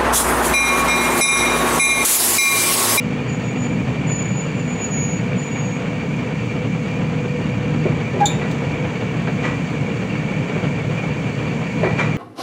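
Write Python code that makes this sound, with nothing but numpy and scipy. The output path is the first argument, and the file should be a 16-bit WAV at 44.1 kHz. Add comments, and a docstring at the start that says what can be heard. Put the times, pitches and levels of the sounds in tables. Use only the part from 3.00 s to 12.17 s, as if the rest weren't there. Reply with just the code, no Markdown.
"""A crawler crane's six-cylinder diesel idles in an open equipment yard, heard from some way off.
Its firings drive the exhaust rumble, block clatter and gear whine; a hydraulic pump hums.
A dry rope sheave squeals thinly by stick-slip. Later a joint sticks with a short groan and slips
with a bright ring, the steelwork clunks and the rope scrapes on its drum."""
import sys
import numpy as np
from scipy import signal
from scipy.fft import rfft, irfft, next_fast_len
from scipy.io import wavfile
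from scipy.ndimage import map_coordinates

SR = 44100
rng = np.random.default_rng(int(sys.argv[2]) if len(sys.argv) > 2 else 0)


def unload_audio(sound):
    """Save the sound as a 16-bit wav file, at the path given as the first command line argument."""
    columns = np.transpose(np.atleast_2d(sound))
    # keep every value between -1 and 1, then stretch to whole-number steps
    steps = np.round(np.clip(columns, -1, 1) * 32767)
    wavfile.write(sys.argv[1], SR, steps.astype(np.int16))


N = 404397
TIME = np.arange(N) / SR

FIRING_HZ = 37.6
# engine load: (time [s], level [dB])
LOAD = [(0, -0.5), (1.5, 0.1), (3.7, -0.2), (4.6, -0.5), (5.4, 1), (6.1, 0.5), (7.2, .5), (8.2, 0.65),
        (9.17, 1.5)]


def diesel():
    """One firing count times all engine parts; load lifts all but the exhaust."""
    load_db, = follow(LOAD, TIME)
    firings = np.cumsum(FIRING_HZ * (1 + .004 * wander(1.92))) / SR
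    pipe = exhaust(firings)
    clatter = amp(load_db) * block(firings)
    ringing = amp(load_db) * covers(firings)
    whine = gears(firings, load_db)
    hiss = amp(load_db) * fan_and_turbo(firings)
    return pipe + clatter + warble(ringing + whine) + hiss


# exhaust tones: (multiple of firing rate, level [dB])
EXHAUST_ORDERS = [(2, -44.5), (3, -53), (4, -30), (5, -34.5), (6, -46), (8, -44), (16, -51.5), (18, -52),
                  (26, -49)]
# rumble spectrum: (frequency [Hz], relative level [dB])
RUMBLE = [(25, -40.5), (45, -22), (60, -18.5), (80, -11.5), (98, -10.5), (116, 2), (136, -1.5), (158, 2),
          (178, -0.5), (230, -5), (262, -8.5), (290, -5.5), (320, -17.5), (600, -50)]
# slow exhaust swell: (time [s], gain [dB])
EXHAUST_SWELL = [(0, -3), (.9, -0.4), (1.6, -2.5), (2.1, -0.5), (2.6, -2), (3.7, -1.6), (4.3, -0.3),
                 (4.75, 1), (5.1, -1.5), (5.6, 0.7), (5.95, -3.5), (6.4, -.5), (6.85, -2), (7.1, -1.8),
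                 (8.6, -1.7), (9.17, 0.2)]


def exhaust(firings, throb_db=1.2, throb_hz=10):
    """Gas pulses give firing harmonics and rumble; moving air drifts each tone's level and phase."""
    tones = 0
    for order, db in EXHAUST_ORDERS:
        peak = np.sqrt(2) * amp(db + 2 * wander(4))
        cycles = order * firings + .13 * wander(2.37) + rng.random()
        tones += peak * np.sin(2 * np.pi * cycles)
    rumble = amp(-21.5) * colour(puffs(firings, decay=.38, steady=2.8), RUMBLE)
    swell_db, = follow(EXHAUST_SWELL, TIME)
    return amp(swell_db + throb_db * wander(throb_hz)) * (tones + rumble)


# firing strength, one per cylinder: (level [dB])
CYLINDERS = [1.3, -1.9, 0.29, -1.9, 1, -1]


def puffs(firings, decay, steady):
    """Noise flares at each firing over a steady flow; decay is in firing periods."""
    strength = amp(CYLINDERS)[firings.astype(int) % len(CYLINDERS)]
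    return (steady + strength * np.exp(-(firings % 1) / decay)) * rng.standard_normal(N)


# block spectrum: (frequency [Hz], relative level [dB])
BLOCK = [(150, -13.5), (340, -4.5), (470, 1.5), (550, -5), (800, -9), (1150, -12), (1600, -14.5),
         (2050, -15), (2550, -19.5), (2850, -17.5), (3300, -21.5), (4000, -31), (5200, -43)]


def block(firings):
    """The housing blurs the firing knocks into a soft clatter."""
    return colour(puffs(firings, decay=.3, steady=9.2), BLOCK) * amp(-30 + 1.28 * wander(18))


# cover modes: (frequency [Hz], width [Hz], relative level [dB])
COVER_MODES = [(1830, 140, 2.5), (2706, 285, 5), (4370, 160, -10.5), (4563, 200, -6)]


def covers(firings):
    """Firings ring the block's covers."""
    return resonate(puffs(firings, decay=.33, steady=4.5), COVER_MODES) * amp(-43 + 2.35 * wander(19))


# gear train modes: (frequency [Hz], width [Hz], relative level [dB])
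GEAR_MODES = [(2266.5, 105, 3), (2331, 70, 2.5), (2381, 52, 1)]


def gears(firings, load_db):
    """Teeth rattle twice per firing; the whine grows with load."""
    level_db = -37 + 1.6 * load_db + 1.18 * wander(9.9) + .99 * wander(57)
    return resonate(puffs(2 * firings, decay=.35, steady=.97), GEAR_MODES) * amp(level_db)


def warble(x, depth_rms=.01, rate_hz=10):
    """Uneven crankshaft rotation sways the pitch."""
    cycles = np.cumsum(rate_hz * (1 + .25 * wander(4))) / SR
    sway = depth_rms * np.sqrt(2) * np.sin(2 * np.pi * cycles)
    return map_coordinates(x, [np.arange(N) + np.cumsum(sway)], order=3, mode="mirror")


# air spectrum: (frequency [Hz], relative level [dB])
HISS = [(2500, -1), (4500, -2), (5100, -6), (6000, 0), (7000, 1), (8000, -7.5), (9500, -16.5), (11300, -32),
        (13700, -36), (14800, -16.5), (15800, -17)]


def fan_and_turbo(firings):
    """Airflow hisses, pulsing with the firings."""
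    return colour(puffs(firings, decay=.3, steady=3.8), HISS) * amp(-48.5 + .48 * wander(4.5))


# squeals: (start [s], length [s], level [dB], rise [s], fade [s], start, middle and end pitch [Hz])
SQUEALS = [ (0.272, .125, -39.5, .02, .05, 6960, 6890, 6860),
           (0.415, .155, -40, .03, .07, 6865, 6850, 6820), (0.555, .2, -34, .045, .11, 6830, 6950, 6935),
           (1.06, .46, -31.5, .022, .14, 7000, 6895, 7020), (1.53, .72, -29, .3, .2, 7080, 6835, 6820),
           (2.355, .22, -38.5, .035, .03, 6945, 6915, 6800),
           (2.54, .26, -38.5, .02, .035, 6730, 6718, 6725), ]


def sheave(edge_db=-21.5):
    """Stick-slip sings on one high mode, bending in pitch; its echoes beat against it."""
    out = np.zeros(N)
    jitter_rad, flutter_db = .6 * wander(45), 2.8 * wander(22)
    for start, length, level_db, rise, fade, *pitches in SQUEALS:
        during = (TIME >= start) & (TIME < start + length)
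        t = TIME[during] - start
        hz = np.polyval(np.polyfit([0, .5, 1], pitches, 2), t / length)
        phase = 2 * np.pi * np.cumsum(hz) / SR + jitter_rad[during]
        tone = np.sin(phase) + amp(-42) * np.sin(2 * phase)
        grip = np.minimum(np.minimum(t / rise, (length - t) / fade), 1)
        gain = amp(level_db + edge_db * (1 - grip) + flutter_db[during])
        out[during] += gain * tone * signal.windows.tukey(len(t), .06)
    return yard(out, wet_db=-1.5, t60=.2)


# sticking joint: (time [s], pitch [Hz], level [dB], octave re fundamental [dB])
GROAN = [(5.202, 815, -27, -30), (5.214, 828, -12, -21), (5.229, 807, -11, -23), (5.237, 813, -16, -10.5),
         (5.252, 840, -15.5, -21), (5.262, 810, -39, -24)]


def joint_groan():
    """A loaded joint creeps and sings for a moment."""
    out = np.zeros(N)
    start, end = GROAN[0][0], GROAN[-1][0]
    hz, db, octave_db = follow(GROAN, np.arange(start, end, 1 / SR))
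    phase = 2 * np.pi * np.cumsum(hz) / SR
    tone = np.sin(phase) + amp(octave_db) * np.sin(2 * phase)
    add(out, start, np.sqrt(2) * amp(db) * tone)
    return yard(out, wet_db=-12.5, t60=.64)


# slips: (time [s], level [dB])
SLIPS = [(5.254, -11.5), (5.2595, -36)]
# joint modes: (frequency [Hz], relative level [dB], t60 [s])
JOINT_MODES = [(3440, -18, .22), (3486, -17, .22), (3570, -9, .2), (3607, -6, .2), (3690, -10, .2),
               (3774, -15, .36), (6260, -10, .07), (6860, -11, .11), (7087, -13, .33), (7200, -5, .06),
               (7800, -22, .12), (10640, -30, .26), (10690, -31, .2), (11050, -30, .1), (14200, -29, .14),
               (14650, -30, .18), (14900, -30, .12)]
# grit spectrum: (frequency [Hz], relative level [dB])
GRIT = [(2800, -13), (3600, 8.5), (4400, 0), (5300, -16), (6300, -7), (7100, 15), (8500, -31), (10800, -19),
        (12000, -45), (13700, -36), (14500, -20), (15700, -25)]


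def joint_slip():
    """The joint lets go with a thud and a gritty ring."""
    out, t = np.zeros(N), TIME[:SR // 2]
    attack = 1 - np.exp(-(t / .003) ** 2)
    for start, level_db in SLIPS:
        ring = sum(amp(db - 60 * t / t60) * np.sin(2 * np.pi * (hz * t + rng.random()))
                   for hz, db, t60 in JOINT_MODES)
        grit = amp(-3.5 - 60 * t / .096) * colour(rng.standard_normal(len(t)), GRIT)
        thud = amp(-4 - 60 * t / .09) * np.sin(2 * np.pi * 135 * t)
        add(out, start, amp(level_db) * attack * (ring + grit + thud))
    return yard(out, wet_db=-13, t60=.35)


# steelwork clunks: (time [s], level [dB], rise [s], t60 [s], tilt [dB/octave])
CLUNKS = [(4.85, -18, 0.009, 0.28, -9.5), (5.14, -24.5, 0.0042, 0.96, -8), (5.412, -25, 0.0072, 0.35, -1.5),
          (6.268, -20.5, 0.01, 0.14, -2.5), (7.552, -24, 0.0089, 0.31, -5.5),
          (8.828, -13, 0.012, 0.28, -4.7)]
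# heavy steel spectrum: (frequency [Hz], relative level [dB])
STEEL = [(100, -23), (150, -17), (240, -20.5), (380, -0.5), (540, -5), (680, -2), (900, -8), (1300, -7.5),
         (2400, -10), (3300, -23), (4400, -18), (6000, -44)]
# rope scrapes: (time [s], level [dB], rise [s], t60 [s])
SCRAPES = [(6.42, -21, 0.03, 0.34), (8.975, -18, 0.022, 0.32)]
# scrape spectrum: (frequency [Hz], relative level [dB])
ROPE = [(300, 3), (600, -5.5), (1150, -1.5), (1600, -3.5), (2300, -6), (3200, -14), (5000, -26.5),
        (7000, -22.5), (9500, -47), (12000, -58)]
# boom modes: (frequency [Hz], width [Hz], boost [dB])
BOOM_MODES = [(372, 22, 3), (457, 31, 4.5), (616, 46, 5), (978, 28, 7.5), (1210, 38, 1.5), (1950, 45, 12),
              (2370, 17, 12), (2370, 25, 10), (2740, 35, 1)]


def rigging():
    """Steelwork clunks and the rope scrapes on its drum; both ring the boom."""
    clunks = bursts(CLUNKS, STEEL, BOOM_MODES)
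    scrapes = bursts(SCRAPES, ROPE, BOOM_MODES)
    return yard(clunks + scrapes, wet_db=-8, t60=.45)


# ticks: (time [s], level [dB], rise [s], t60 [s])
TICKS = [(5.203, -38, .003, 0.08), (5.511, -35.5, .002, .07)]
# tick spectrum: (frequency [Hz], relative level [dB])
TICK_SPECTRUM = [(2000, -12), (3700, 7), (5200, -1), (7000, 2), (9000, -11), (13000, -24), (15300, -10)]


def joint_ticks():
    """The joint ticks lightly."""
    return bursts(TICKS, TICK_SPECTRUM)


# pump effort: (time [s], hum level [dB], octave level [dB])
PUMP_EFFORT = [(0, -33, -36), (1, -34, -45.5), (2.3, -35.5, -38), (3, -34.5, -37.5), (3.6, -35.5, -39.5),
               (4.3, -36.5, -34), (5.7, -35.5, -40), (7.3, -40.5, -40.5), (9.17, -43, -45)]


def pump(pitch_hz=246.5):
    """The hydraulic pump hums: a wavering tone and its octave."""
    hum_db, octave_db = follow(PUMP_EFFORT, TIME)
    phase = 2 * np.pi * np.cumsum(pitch_hz * (1 + .009 * wander(16))) / SR
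    hum = amp(hum_db + 3 * wander(4)) * np.sin(phase)
    octave = amp(octave_db + 3 * wander(9)) * np.sin(2 * phase)
    return np.sqrt(2) * (hum + octave)


def yard(x, wet_db, t60, echoes_per_s=2000):
    """Adds scattered echoes off machines and sheds."""
    t = TIME[:SR // 2]
    taps = rng.standard_normal(len(t)) * (rng.random(len(t)) < echoes_per_s / SR)
    taps *= (t > .006) * amp(-60 * t / t60)
    return x + amp(wet_db) * signal.fftconvolve(x, taps / np.linalg.norm(taps))[:N]


def bursts(rows, spectrum, modes=()):
    """Blows on parts with dense modes: coloured noise swells and dies away."""
    out, t = np.zeros(N), TIME[:SR // 2]
    for start, db, rise, t60, *tilt in rows:
        envelope = np.minimum(t / rise, 1) * amp(db - 60 * np.maximum(t - rise, 0) / t60)
        add(out, start, envelope * colour(rng.standard_normal(len(t)), spectrum, *tilt, modes=modes))
    return out


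def colour(x, spectrum, tilt_db_per_octave=0, modes=()):
    """Filters by a spectrum with skirts, tilt and resonant peaks; rms 1."""
    size = next_fast_len(len(x))
    f = np.fft.rfftfreq(size, 1 / SR) + 1
    hz, db = np.transpose(spectrum)
    octaves_outside = abs(np.log2(f / np.clip(f, hz[0], hz[-1])))
    gain_db = np.interp(np.log2(f), np.log2(hz), db)
    gain_db += tilt_db_per_octave * np.log2(f) - 30 * octaves_outside
    for centre, width, boost_db in modes:
        gain_db += boost_db / (1 + (2 * (f - centre) / width) ** 2)
    return unit(irfft(rfft(x, size) * amp(gain_db), size)[:len(x)])


def resonate(x, modes):
    """Parallel resonators, each passed twice; rms 1."""
    out = 0
    for hz, width, db in modes:
        b, a = signal.iirpeak(hz, hz / width, SR)
        out += amp(db) * unit(signal.lfilter(b, a, signal.lfilter(b, a, x)))
    return unit(out)


def wander(rate_hz):
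    """Random drift up to about rate_hz; rms 1."""
    size = next_fast_len(N)
    lowpass = 1 / (1 + (np.fft.rfftfreq(size, 1 / SR) / rate_hz) ** 4)
    return unit(irfft(rfft(rng.standard_normal(size)) * lowpass, size)[:N])


def amp(db):
    """Decibels to gain."""
    return 10 ** (np.asarray(db) / 20)


def unit(x):
    """Scales to rms 1."""
    return x / np.sqrt(np.mean(x ** 2) + 1e-20)


def follow(rows, t):
    """A curve's columns at times t."""
    times, *columns = np.transpose(rows)
    return [np.interp(t, times, column) for column in columns]


def add(mix, start_s, sound):
    """Mixes a sound in at start_s."""
    part = mix[max(round(start_s * SR), 0):][:len(sound)]
    part += sound[:len(part)]


def scene():
    """The idling crane and its rigging, mono."""
    return (diesel() + pump() + sheave() + joint_groan() + joint_slip() + joint_ticks() + rigging())[None]


def record(dry, cutoff_hz=15750):
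    """Steep low-pass."""
    taps = signal.firwin(801, cutoff_hz, window=("kaiser", 9), fs=SR)
    return signal.oaconvolve(dry, taps[None], "same")


dry = scene()
out = record(dry)
unload_audio(out)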